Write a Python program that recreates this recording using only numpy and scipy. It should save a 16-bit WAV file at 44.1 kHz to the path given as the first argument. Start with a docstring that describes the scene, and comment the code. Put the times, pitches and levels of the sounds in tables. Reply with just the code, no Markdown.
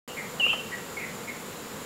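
"""A bird's loud, scooping whistle turns hoarse among trees; a farther bird adds short, mostly lower chirps.
Each voice is a tone of the syrinx, roughened by phase modulation when its cycles come unevenly.
Reflection from trunks gives echoes, and scattering makes the wood reverberate briefly.
Soft taps, each a set of damped modes with a scuff, fall during the whistle.
Insects buzz faintly over a distant rumble and a steady hiss; the sound is mono."""
import sys
import numpy as np
from scipy import signal
from scipy.fft import rfft, irfft, next_fast_len
from scipy.io import wavfile
from scipy.ndimage import map_coordinates

SR = 44100
rng = np.random.default_rng(int(sys.argv[2]) if len(sys.argv) > 2 else 0)


def transcribe(u):
    """Save the signal u as a 16-bit wav file named by the first command-line argument.

    u: samples, shape (n,) or (channels, n), limited to [-1, 1]; the rate is SR.
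    q: integer samples, one column per channel.
    """
    v = np.clip(np.atleast_2d(u).T, -1, 1)
    q = np.round(v * 32767).astype(np.int16)
    wavfile.write(sys.argv[1], SR, q)


N = 81585
T = np.arange(N) / SR


def amp(db):
    """The decibel law: amplitude grows tenfold every 20 dB."""
    return 10 ** (np.asarray(db) / 20)


def wobble(knots_per_s):
    """Spline interpolation of random knots gives a smooth fluctuation."""
    return map_coordinates(rng.standard_normal(4096), [T * knots_per_s], mode="wrap")


def filtered(x, response):
    """Linear filtering: the spectrum is multiplied by a frequency response."""
    size = next_fast_len(N + SR // 2)
    hz = np.fft.rfftfreq(size, 1 / SR)
    return irfft(rfft(x, size) * response(hz), size)[..., :N]


def noise(spectrum):
    """Spectral shaping colours white noise; the result has rms 1."""
    knot_hz, db = np.transpose(spectrum)
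    white = rng.standard_normal(N)
    coloured = filtered(white, lambda hz: amp(np.interp(np.log(hz + 1), np.log(knot_hz), db)))
    return coloured / np.sqrt(np.mean(coloured ** 2) + 1e-20)


# spectra of the distant rumble and the hiss: (frequency [Hz], relative spectral density [dB])
RUMBLE_SPECTRUM = [(15, -55), (28, -35), (45, -20), (70, -12.5), (110, -7.5), (170, 0), (235, 0.5),
                   (290, -5.5), (380, -4), (490, 0.5), (620, -8.5), (800, -8.5), (1050, -7), (1500, -10.5),
                   (2500, -17), (5000, -30)]
HISS_SPECTRUM = [(500, 4.5), (2000, 2.5), (3800, 4.5), (5000, 1.5), (6200, -0.5), (9000, -5), (12500, -2),
                 (14500, -10), (15700, -14.5)]
def air(rumble_db=-40.5, sway_db=-0.3, hiss_db=-47):
    """Superposition of broadband noises: a gently swaying rumble under an even hiss."""
    rumble = amp(rumble_db + sway_db * wobble(7.3)) * noise(RUMBLE_SPECTRUM)
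    return rumble + amp(hiss_db) * noise(HISS_SPECTRUM)


# spectrum of the insects' buzz: (frequency [Hz], relative spectral density [dB])
INSECT_SPECTRUM = [(5800, -36), (6500, -12.5), (6900, -3.5), (7400, -3), (7800, -10), (8600, -17)]
def insects(level_db=-48.5, flutter_db=0.5):
    """Amplitude modulation makes a thin band of noise flutter."""
    return amp(level_db + flutter_db * wobble(60.46)) * noise(INSECT_SPECTRUM)


# soft taps: (time [s], knock level [dB], scuff level [dB])
TAPS = [(.398, -48, -35), (0.4647, -27.5, -36.5), (.5323, -25, -30.5)]
# modes of a knock: (frequency [Hz], relative level [dB], time to decay by 60 dB [s])
KNOCK_MODES = [(1240, 0.5, 0.017), (786, -22, 0.023), (503, -2.5, 0.038)]
# spectrum of a scuff: (frequency [Hz], relative spectral density [dB])
SCUFF_SPECTRUM = [(200, -23), (500, 5), (1200, -1.5), (1800, -7), (5000, -19.5), (15000, -38)]
def taps(scuff_t60_s=0.11):
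    """Damped free vibration: each tap rings as a dull, woody knock, with a short scuff of noise."""
    out = np.zeros(N)
    for start, knock_db, scuff_db in TAPS:
        age = np.maximum(T - start, 0)
        knock = sum(np.sin(2 * np.pi * hz * age) * amp(knock_db + db - 60 * age / t60)
                    for hz, db, t60 in KNOCK_MODES)
        scuff = (age > 0) * noise(SCUFF_SPECTRUM) * amp(scuff_db - 60 * age / scuff_t60_s)
        out += knock + scuff
    return out


def reverberation(x, t60_s, build_s):
    """Scattering forms a diffuse field that builds up, then decays exponentially."""
    build_up = 1 - np.exp(-(T / build_s) ** 2)
    tail = rng.standard_normal(N) * amp(-60 * T / t60_s) * build_up
    return signal.fftconvolve(x, tail / np.linalg.norm(tail))[:N]


# reflections from trunks: (delay [s], gain [dB])
TRUNK_ECHOES = [(.052, -19), (.065, -14), (.106, -22.5), (.13, -29), (.172, -27.5)]
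def trunk_echoes(x):
    """Single reflection: each trunk returns a delayed, weaker copy of the sound."""
    return sum(amp(db) * np.interp(T - delay, T, x, left=0) for delay, db in TRUNK_ECHOES)


def syrinx(pitch_hz, rasp_rad):
    """Random phase modulation: a pure tone of rms 1 turns hoarse as its cycles come unevenly."""
    phase = 2 * np.pi * np.cumsum(pitch_hz) / SR
    return np.sqrt(2) * np.sin(phase + rasp_rad * wobble(600))


# the farther bird's notes: (start time [s], duration [s], centre pitch [Hz], glide [Hz/s],
# final droop [Hz], level [dB], hoarseness [0-1])
CHIRPS = [(0.073, 0.071, 2873, -900, 39, -46.5, 0.53), (0.165, .05, 2144, -5000, 270, -34.5, 0.53),
          (0.715, 0.041, 1927, -400, 39, -35, 0.39), (.89, .06, 1380, 799, 14, -48, .1),
          (0.967, .022, 2196, -3000, 60, -33, .2), (.989, .038, 2281, 3005, 39, -38.5, 1.0),
          (1.017, 0.0402, 2092, -8000, 11, -35, 0.35), (1.273, 0.041, 2193, -700, 350, -35.5, 0.3),
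          (1.53, 0.066, 3960, -2, 20, -58, .2)]
def chirps(rasp_rad=1.77, roundness=0.6):
    """Frequency modulation: each note glides under a rounded swell and droops as it ends."""
    out = np.zeros(N)
    for start, duration, centre_hz, glide, droop_hz, db, hoarseness in CHIRPS:
        progress = np.clip((T - start) / duration, 0, 1)
        swell = np.abs(np.sin(np.pi * progress)) ** roundness * (progress < 1)
        pitch_hz = centre_hz + glide * duration * (progress - 0.5) - droop_hz * progress ** 6
        out += amp(db) * swell * syrinx(pitch_hz, rasp_rad * hoarseness)
    return out


# course of the loud whistle: (time [s], first voice pitch [Hz], first voice level [dB],
# hoarseness [0-1], second voice relative to the first [dB])
WHISTLE_CONTOUR = [(.399, 2985, -24.5, .1, -32), (0.408, 2912, -23.5, 0.11, -31),
                   (0.422, 2736, -26, 0.11, -32), (.441, 2695, -20, 0.1, -35),
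                   (0.457, 2895, -23, 0.14, -23), (0.467, 2763, -25.5, 0.34, -15),
                   (.486, 2928, -29.5, 0.63, -6.5), (.502, 3100, -29, 0.25, 3), (0.519, 3106, -33, .3, -5),
                   (0.529, 3060, -31, 0.45, 1), (0.54, 3080, -33, 0.4, 0)]
def whistle(attack_s=0.0018, release_s=0.0086, rasp_rad=1.06, second_below_hz=375):
    """Biphonation: a clean scoop rises again, hoarse, as the other side of the syrinx joins in lower."""
    times, *columns = np.transpose(WHISTLE_CONTOUR)
    pitch_hz, db, hoarseness, second_db = [np.interp(T, times, column) for column in columns]
    attack = np.clip((T - times[0]) / attack_s + 1, 0, 1)
    release = np.clip((times[-1] - T) / release_s + 1, 0, 1)
    first_voice = syrinx(pitch_hz, rasp_rad * hoarseness)
    second_voice = amp(second_db) * syrinx(pitch_hz - second_below_hz, rasp_rad * hoarseness)
    return amp(db) * attack * release * (first_voice + second_voice)


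def scene():
    """Superposition: direct song, its reflections and the background add, alike in both channels."""
    near, far = whistle(), chirps()
    echoes = trunk_echoes(near + amp(-0.5) * far)
    scatter = reverberation(amp(-8.5) * near + amp(-2.5) * far, t60_s=0.22, build_s=0.016)
    wood = reverberation(amp(-14) * near + amp(-12) * far, t60_s=1, build_s=0.021)
    mono = near + far + echoes + scatter + wood + taps() + air() + insects()
    return np.array([mono, mono])


def record(dry, start_s=0.0775, cutoff_hz=15750):
    """Gating and low-pass filtering: the sound starts after a brief silence and is band-limited."""
    gated = dry * (T >= start_s)
    return filtered(gated, lambda hz: np.clip((cutoff_hz - hz) / 300 + 0.5, 0, 1))


dry = scene()
out = record(dry)
transcribe(out)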